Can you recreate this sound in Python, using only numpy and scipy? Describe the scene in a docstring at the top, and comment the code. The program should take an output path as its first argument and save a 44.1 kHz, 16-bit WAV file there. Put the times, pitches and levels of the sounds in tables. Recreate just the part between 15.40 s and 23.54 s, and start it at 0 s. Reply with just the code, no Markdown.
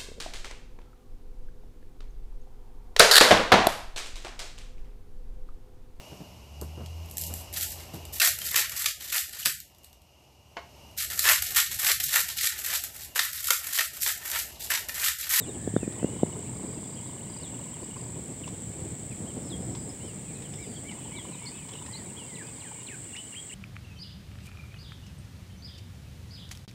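"""A sunny marsh: insects buzz near 8 kHz (pulsed resonant noise) over a rumbling, rushing breeze (coloured
noise) and small birds (gliding sines). Dull knocks reach the camera body in the first second (smooth pulses).
The zoom motor ticks faintly in two runs (bursts of resonant noise), from 0.6 s and 5.5 s; a thin whirr rises
early. Wet plants click where otters move (ringing crackles), mostly after 3 s; a nearer insect fades from
4.4 s. From 6.9 s one bird swoops three times; it ends with three rising whoops."""
import sys
import numpy as np
from scipy import signal
from scipy.fft import rfft, irfft
from scipy.io import wavfile
from scipy.ndimage import uniform_filter1d, map_coordinates

SR = 44100
rng = np.random.default_rng(int(sys.argv[2]) if len(sys.argv) > 2 else 0)


def digitize_waveform(pressure):
    """Quantize a signal to 16-bit integers and store it at the path in sys.argv[1].

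    Rows of a 2-D input are taken as channels; values are limited to [-1, 1].
    """
    field = np.atleast_2d(pressure).T
    bounded = np.clip(field, -1, 1)
    quanta = np.round(bounded * 32767).astype(np.int16)
    wavfile.write(sys.argv[1], SR, quanta)


N = 358974
TIME = np.arange(N) / SR
FREQS = np.maximum(np.arange(N // 2 + 1) * SR / N, 1)


def from_db(db):
    """Decibels to amplitude gain."""
    return 10 ** (np.asarray(db) / 20)


def rms_one(x):
    """Scale to unit power."""
    return x / np.sqrt(np.mean(x ** 2) + 1e-20)


def in_time(rows):
    """Interpolate each column of a curve at every sample; column 0 is t/s."""
    t_s, *columns = np.transpose(rows)
    return [np.interp(TIME, t_s, column) for column in columns]


def noise():
    """White noise."""
    return rng.standard_normal(N)


def coloured(x, points):
    """Weight a steady sound's spectrum, dB linear over log frequency; rms 1."""
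    hz, db = np.transpose(points)
    gain_db = np.interp(np.log(FREQS), np.log(hz), db, left=-90, right=-90)
    return rms_one(irfft(rfft(x) * from_db(gain_db), N))


def drift(rate_hz):
    """Slow random signal, Gaussian low-pass of scale rate_hz; rms 1."""
    lowpass = np.exp(-.5 * (FREQS / rate_hz) ** 2)
    return rms_one(irfft(rfft(noise()) * lowpass, N))


def resonate(x, hz, width_hz):
    """Two-pole resonance with gain 1 on top."""
    r = np.exp(-np.pi * width_hz / SR)
    zeros = np.array([1, 0, -1]) * (1 - r * r) / 2
    poles = [1, -2 * r * np.cos(2 * np.pi * hz / SR), r * r]
    return signal.lfilter(zeros, poles, x + 1e-18)


def add(out, t_s, sound):
    """Mix a short sound in at t_s."""
    start = int(np.clip(t_s * SR, 0, N))
    out[start:start + len(sound)] += sound[:N - start]


def reeds(x, t60_s, wet_db):
    """Reeds and trees scatter a thin tail of sparse, decaying echoes."""
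    t = TIME[:SR // 2]
    sparse = rng.standard_normal(len(t)) * (rng.random(len(t)) < .02)
    echoes = sparse * from_db(-60 * t / t60_s) * (t > .008)
    tail = signal.fftconvolve(x, echoes / np.linalg.norm(echoes))[:N]
    return x + from_db(wet_db) * tail


def air(rumble_db=-1.5, rush_db=-3.5, rumble_flicker_db=0.74, rush_flicker_db=2.22, far_db=-54.5):
    """The breeze drives a lumpy rumble, which swells in gusts, and a softer rush; the far hiss is even."""
    # breeze strength: t/s, level/dB
    breeze = [(0.0, -38.5), (1.16, -40), (1.99, -43), (3.47, -41), (3.78, -41), (4.24, -36.5),
              (4.56, -42.5), (4.97, -41), (5.51, -43.5), (6.76, -45.5), (8.14, -50.5)]
    # gusts that buffet the microphone: crest t/s, half length/s, rise/dB
    gusts = [(1.05, 0.2, 0.5), (2.61, 0.17, 1), (3.45, 0.18, 2), (4.23, 0.085, 0.5)]
    # spectra of rumble, rush, far marsh with microphone hiss: f/Hz, relative level/dB
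    rumble_colour = [(20, -40), (32, -26), (45, -17.5), (62, -9), (85, -4.5), (120, 0.5), (165, -3),
                     (230, -12.5), (400, -26.5)]
    rush_colour = [(110, -44), (170, 1.5), (220, 3), (310, 0), (420, -3.5), (600, -9), (800, -14),
                   (1200, -24.5), (2200, -34.5)]
    far_colour = [(400, -0.5), (900, 1), (1400, -2.5), (1850, 1), (2230, 2), (2550, -3), (3200, 0),
                  (3900, -4), (5500, -6), (7000, -9), (10500, -11.5), (13500, -14.5), (15600, -8.5)]
    rush_share = 0.094  # of a gust's rise in dB

    breeze_db, = in_time(breeze)
    gust_db = sum(db * np.exp(-((TIME - t_s) / half_s) ** 2) for t_s, half_s, db in gusts)
    rumble_level_db = breeze_db + rumble_db + gust_db + rumble_flicker_db * drift(7.4)
    rumble = from_db(rumble_level_db) * coloured(noise(), rumble_colour)
    rush_level_db = breeze_db + rush_db + rush_share * gust_db + rush_flicker_db * drift(20)
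    rush = from_db(rush_level_db) * coloured(noise(), rush_colour)
    far_to_top = far_colour + [(SR / 2, far_colour[-1][1])]
    return rumble + rush + from_db(far_db) * coloured(noise(), far_to_top)


def whirr(spread_hz):
    """A faint narrow band of noise whose pitch rises and settles."""
    # t/s, f/Hz, level/dB
    whirr_curve = [(0, 1650, -72), (.2, 1720, -59.5), (.5, 1880, -59), (.7, 2100, -61.5), (1.1, 2230, -66),
                   (1.8, 2180, -69), (3.0, 2200, -76), (8.14, 2220, -67)]
    hz, db = in_time(whirr_curve)
    phase = 2 * np.pi * np.cumsum(hz) / SR
    band = drift(spread_hz) * np.cos(phase) + drift(spread_hz) * np.sin(phase)
    return from_db(db) * rms_one(band)


def strokes(per_s, wander, depth):
    """Loudness of a wing scraping to and fro at a slightly unsteady rate; rms 1."""
    turns = np.cumsum(per_s * (1 + wander * drift(2.0))) / SR + rng.random()
    return rms_one(np.exp(depth * np.cos(2 * np.pi * turns)))


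def insects(blur_db=2, solo_depth=1.2, even_s=0.012):
    """File teeth ring each wing in pulses, one per stroke; many far insects blur into a hiss."""
    # chorus level: t/s, level/dB
    chorus_curve = [(0, -42.5), (2.0, -45), (4.3, -44.5), (4.8, -44.5), (6.5, -44.5), (8.14, -44)]
    # chorus spectrum: f/Hz, relative level/dB
    chorus_colour = [(5800, -31), (6550, -17.5), (6900, -12.5), (7250, -5), (7700, -1), (8250, -5),
                     (8650, -4.5), (8950, -13), (9130, -17), (9480, -14), (9850, -27)]
    # chorus members: f/Hz, width/Hz, wing strokes/(1/s)
    singers = [(7124, 640, 70), (7750, 590, 58.5), (8270, 290, 67), (8940, 280, 57)]
    # one nearer insect: t/s, level/dB, wing strokes/(1/s)
    soloist = [(0, -54, 48.5), (1.2, -47.5, 57), (2.4, -47.5, 39), (3.0, -48, 49), (3.7, -49.5, 64),
               (4.4, -49, 52.5), (4.65, -62, 21), (8.14, -85, 76)]
    # its wing resonances, each applied twice: f/Hz, width of one pass/Hz, level/dB
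    wing_modes = [(7690, 114, -0.5), (7400, 110, -10), (8430, 660, -10)]

    crowd = sum(rms_one(resonate(noise(), hz, width_hz)) * strokes(per_s, wander=0.0088, depth=0.29)
                for hz, width_hz, per_s in singers)
    crowd = coloured(rms_one(crowd) + from_db(blur_db) * noise(), chorus_colour)
    solo_db, solo_per_s = in_time(soloist)
    wing = sum(from_db(db) * rms_one(resonate(resonate(noise(), hz, width_hz), hz, width_hz))
               for hz, width_hz, db in wing_modes)
    power = uniform_filter1d(wing ** 2, int(even_s * SR))
    wing = wing / np.sqrt(power + 1e-9)  # every stroke has about the same force
    solo = wing * strokes(solo_per_s, wander=0.0039, depth=solo_depth)
    return from_db(in_time(chorus_curve)[0]) * crowd + from_db(solo_db) * solo


def whistle(length_s, swell, pitches_hz, waver=0.0086, flutter_db=1.5, fullness=0.41):
    """One bird note: an unsteady smooth glide, loudest at share swell of its length; rms 1."""
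    u = np.linspace(0, 1, max(int(length_s * SR), 64))
    knots = np.arange(0, SR, 200)
    wobble, flutter = (np.interp(np.arange(len(u)), knots, row)
                       for row in rng.standard_normal((2, len(knots))))
    steps = u * (len(pitches_hz) - 1)
    glide_hz = np.exp(map_coordinates(np.log(pitches_hz), [steps], order=2, mode="nearest"))
    shape = np.sin(np.pi / 2 * np.interp(u, [0, np.clip(swell, .1, .9), 1], [0, 1, 0]))
    tone = np.sin(2 * np.pi * np.cumsum(glide_hz * (1 + waver * wobble)) / SR)
    return rms_one(shape ** fullness * from_db(flutter_db * flutter) * tone)


def far_birds(per_s=36, low_hz=2200, high_hz=3800, bend=0.0745):
    """Faint short slurs at random times and pitches, mostly falling."""
    # t/s, level/dB
    twitter = [(0, -61.5), (1.2, -65), (3.0, -67.5), (4.4, -78), (5.0, -62), (8.14, -64)]
    out, (db,) = np.zeros(N), in_time(twitter)
    u = np.linspace(-1, 1, 5)
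    for i in np.flatnonzero(rng.random(N) < per_s / SR):
        place, size, slope, arch = rng.random(4)
        length_s = .015 + .03 * size
        centre_hz = low_hz * (high_hz / low_hz) ** place
        pitches_hz = centre_hz * np.exp(bend * ((.5 - 2 * slope) * u - arch * u * u))
        add(out, i / SR, from_db(db[i]) * whistle(length_s, 0.24, pitches_hz))
    return out


def calls(rows, shape, swell):
    """One kind of call: the same contour, stretched and transposed for each note."""
    out = np.zeros(N)
    for t_s, length_s, db, hz in rows:
        add(out, t_s, from_db(db) * whistle(length_s, swell, hz * np.array(shape)))
    return out


def slurs(swell=0.45, bend=2.8):
    """The pitch leaves its start quickly and eases on to the last note; bend 1 is straight."""
    # t/s, length/s, level/dB, first f/Hz, last f/Hz
    slur_rows = [(0.583, 0.21, -60, 2390, 3000), (2.014, 0.073, -54.5, 5450, 3290),
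                 (4.023, 0.12, -63, 5820, 5000), (4.099, 0.06, -48, 4250, 3230),
                 (4.19, 0.087, -68, 4900, 5180), (4.31, 0.17, -64, 5420, 4900),
                 (4.49, 0.024, -53, 5300, 5020), (5.154, 0.27, -63, 5850, 4540),
                 (5.772, 0.048, -48.5, 4200, 3190), (5.821, .16, -64, 2430, 2360),
                 (6.332, 0.065, -55.5, 3090, 2840), (6.785, .07, -53, 3350, 2760),
                 (6.869, .12, -56.5, 2360, 1960), (7.003, .107, -61, 2270, 2550),
                 (7.845, .048, -58, 2800, 3050)]
    out, remaining = np.zeros(N), np.linspace(1, 0, 9) ** bend
    for t_s, length_s, db, first_hz, last_hz in slur_rows:
        pitches_hz = last_hz + (first_hz - last_hz) * remaining
        add(out, t_s, from_db(db) * whistle(length_s, swell, pitches_hz))
    return out


def birds():
    """The nearer birds, each kind of call a gliding sine with its own contour."""
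    # arched whistles: t/s, length/s, level/dB, top f/Hz; contour: share of top f
    arches = [(.352, 0.046, -54.5, 3650), (1.559, .041, -56.5, 3250), (2.326, .03, -57, 3250),
              (3.859, 0.058, -56.5, 3230), (4.593, 0.13, -58, 3100), (4.92, 0.11, -63, 2580),
              (5.172, 0.088, -54, 2320), (5.443, 0.094, -52, 2310), (5.712, 0.092, -51, 2310),
              (5.992, 0.11, -54.5, 2280), (6.09, 0.17, -59, 2615), (6.31, 0.034, -56, 3400),
              (6.481, .15, -58, 2080), (6.762, 0.036, -49.5, 3360), (7.48, 0.091, -58, 2540)]
    arch_shape = [.87, 0.97, 1, 0.95, .85]
    # chips that dive and spring back: t/s, length/s, level/dB, lowest f/Hz; contour: share of lowest f
    chips = [(2.41, 0.046, -62, 4450), (6.055, 0.0396, -44, 4350), (6.523, .06, -46.5, 4040)]
    chip_shape = [1.27, 1, 1.025, 1.11, 1.19]
    # falling peeps: t/s, length/s, level/dB, first f/Hz; contour: share of that f
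    peeps = [(.005, 0.044, -51, 3940), (.072, 0.042, -57, 4130), (.4, 0.056, -55, 2800),
             (3.035, 0.01, -45, 3120), (3.705, 0.029, -54, 2730), (4.632, .068, -65, 5630),
             (4.85, .08, -60.5, 2650), (4.945, .03, -59, 4320), (5.039, .03, -55, 3450),
             (5.215, 0.041, -58, 3970), (5.355, .033, -52, 3580), (5.484, 0.017, -46.5, 3300),
             (5.64, 0.042, -57, 3420), (5.76, 0.019, -51, 4000), (5.921, 0.041, -57, 4200),
             (7.235, 0.18, -61.5, 2530)]
    peep_shape = [0.99, 0.97, .925, .89, .83]
    # low distant coos: t/s, length/s, level/dB, f/Hz
    coos = [(.85, .59, -55, 428), (6.92, .25, -58, 447)]
    small = calls(arches, arch_shape, swell=0.66) + calls(chips, chip_shape, swell=0.53)
    small = small + calls(peeps, peep_shape, swell=0.85)
    return small + slurs() + calls(coos, [1, 1, 1], swell=0.45)


def song(flutter_db=3.0):
    """One bird sings three ragged falling swoops, then three rising whoops, each led in by a pip."""
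    # swoops: t/s, level/dB
    swoop_rows = [(6.948, -51), (7.203, -54), (7.466, -49)]
    # whoops: t/s, length/s, level/dB, last f/Hz; contour: share of last f
    whoops = [(7.744, .06, -45, 3040), (7.938, 0.069, -45.5, 3276), (8.108, 0.066, -46, 3230)]
    whoop_shape = [.51, .8, .96, .985, 1]
    swoop_s, swoop_hz = .092, [4330, 2650, 1950, 1670, 1480]
    pip_lead_s, pip_s, pip_hz = 0.014, 0.019, [2880, 2790, 2720]
    pip_db = -2.5  # relative to the whoop

    swoops = np.zeros(N)
    for t_s, db in swoop_rows:
        note = whistle(swoop_s, 0.13, swoop_hz, waver=0.016, flutter_db=flutter_db)
        add(swoops, t_s, from_db(db) * note)
    pips = [(t_s - pip_lead_s, pip_s, db + pip_db, 1) for t_s, _, db, _ in whoops]
    return swoops + calls(pips, pip_hz, swell=.48) + calls(whoops, whoop_shape, swell=.85)


def clicks(snap_s=0.0067, pop_width_hz=200, pop_db=2, dull_hz=6500):
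    """A brief crackle rings the stalk and a small pocket of water; distance dulls it."""
    # t/s, peak level before dulling/dB, pop f/Hz
    click_rows = [(0.523, -38, 1500), (3.076, -32, 930), (4.35, -33.5, 1020), (5.022, -38.5, 1930),
                  (5.137, -37.5, 5100), (5.513, -37, 2200), (6.29, -39, 4000), (6.335, -36, 2960),
                  (6.462, -34.5, 1900), (7.765, -32, 2970)]
    # stalk resonances: f/Hz, width/Hz, level/dB
    stalk = [(994.3, 280, -0.5), (2520, 1200, -1.5), (3500, 210, -0.5), (5060, 780, -8.5)]
    out, t = np.zeros(N), TIME[:SR // 20]
    for t_s, db, pop_hz in click_rows:
        snap = rng.standard_normal(len(t)) * np.exp(-t / snap_s)
        modes = stalk + [(pop_hz, pop_width_hz, pop_db)]
        ring = sum(from_db(mode_db) * resonate(snap, hz, width_hz) for hz, width_hz, mode_db in modes)
        add(out, t_s, from_db(db) * ring / np.abs(ring).max())
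    return signal.sosfilt(signal.butter(2, dull_hz, fs=SR, output="sos"), out)


def bursts(start_s, end_s, hz, width_hz, burst_s, uneven_db, jitter_s, per_s=29.97):
    """A run of short rattling bursts of uneven strength and timing in one resonance."""
    out, period_s = np.zeros(N), 1 / per_s
    t = TIME[:int(period_s * SR)] - period_s / 2
    for t_s in np.arange(start_s, end_s, period_s):
        size, late = rng.standard_normal(2)
        ring = resonate(resonate(rng.standard_normal(len(t)), hz, width_hz), hz, width_hz)
        burst = rms_one(ring * np.exp(-.5 * (t / burst_s) ** 2))
        add(out, t_s - period_s / 2 + late * jitter_s, from_db(uneven_db * size) * burst)
    return out


def zoom_motor(rattle_db=-6.3, whine_db=-5.5, fade_db_per_s=1.5):
    """The lens advances in bursts of steps that ring the barrel and at times whine."""
    # runs, easing as they go: first burst t/s, end t/s, initial level before rattle_db/dB
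    zoom_runs = [(.564, 2.78, -50), (5.52, 7.52, -50.5)]
    # whining stretches: first burst t/s, end t/s, f/Hz, level before whine_db/dB
    whines = [(.565, 1.08, 2930, -60), (0.7, 2.3, 3880, -68), (1.144, 1.69, 4840, -60),
              (1.712, 2.55, 2920, -59), (1.905, 2.03, 4850, -58), (2.578, 2.7, 4830, -60),
              (5.557, 6.45, 2970, -56.5), (6.464, 6.62, 4900, -63), (6.8, 7.21, 4840, -60),
              (7.254, 7.52, 2930, -58.5)]
    barrel_hz, barrel_width_hz, whine_width_hz = 940, 260, 120
    rattle = sum(from_db(db - fade_db_per_s * (TIME - start_s))
                 * bursts(start_s, end_s, barrel_hz, barrel_width_hz,
                          burst_s=0.0051, uneven_db=3.0, jitter_s=0.00149)
                 for start_s, end_s, db in zoom_runs)
    whine = sum(from_db(db) * bursts(start_s, end_s, hz, whine_width_hz,
                                     burst_s=0.0046, uneven_db=3.0, jitter_s=0.002)
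                for start_s, end_s, hz, db in whines)
    return from_db(rattle_db) * rattle + from_db(whine_db) * whine


def knocks(low_cut_hz=160, case_hz=1450, tick_ms=0.47):
    """A soft push plus a short tick of the case; the microphone's bass cut makes it swing and rebound."""
    # t/s, push level before bass cut/dB, contact width/ms, tick level before bass cut/dB
    knock_rows = [(0.2764, -11.5, 0.45, -42), (0.3397, -16.5, 0.65, -60), (0.365, -4, 0.45, -24),
                  (0.4315, -14, 0.51, -40), (0.4785, -13, 0.58, -42), (.63, -13.5, 0.46, -38),
                  (0.6456, -6, 0.52, -38), (0.768, -22, 0.61, -55), (0.8332, -2.5, 0.41, -41)]
    push = np.zeros(N)
    for t_s, db, width_ms, tick_db in knock_rows:
        ms = np.clip((TIME - t_s) * 1000, -6, 6)
        push -= from_db(db) * np.exp(-.5 * (ms / width_ms) ** 2)
        tick = np.exp(-.5 * (ms / tick_ms) ** 2) * np.sin(2 * np.pi * case_hz * (TIME - t_s))
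        push += from_db(tick_db) * tick
    return signal.sosfilt(signal.butter(3, low_cut_hz, "high", fs=SR, output="sos"), push)


def scene():
    """The open marsh plus the sounds of the camera itself."""
    scattered = reeds(birds() + far_birds() + clicks(), t60_s=0.26, wet_db=-9)
    singer = reeds(song(), t60_s=0.28, wet_db=-8)
    marsh = air() + whirr(spread_hz=91) + insects() + scattered + singer
    return (marsh + zoom_motor() + knocks())[None]


def record(dry, cutoff_hz=15750):
    """A steep elliptic low-pass cuts the top."""
    return signal.sosfilt(signal.ellip(12, .1, 80, cutoff_hz, fs=SR, output="sos"), dry)


dry = scene()
out = record(dry)
digitize_waveform(out)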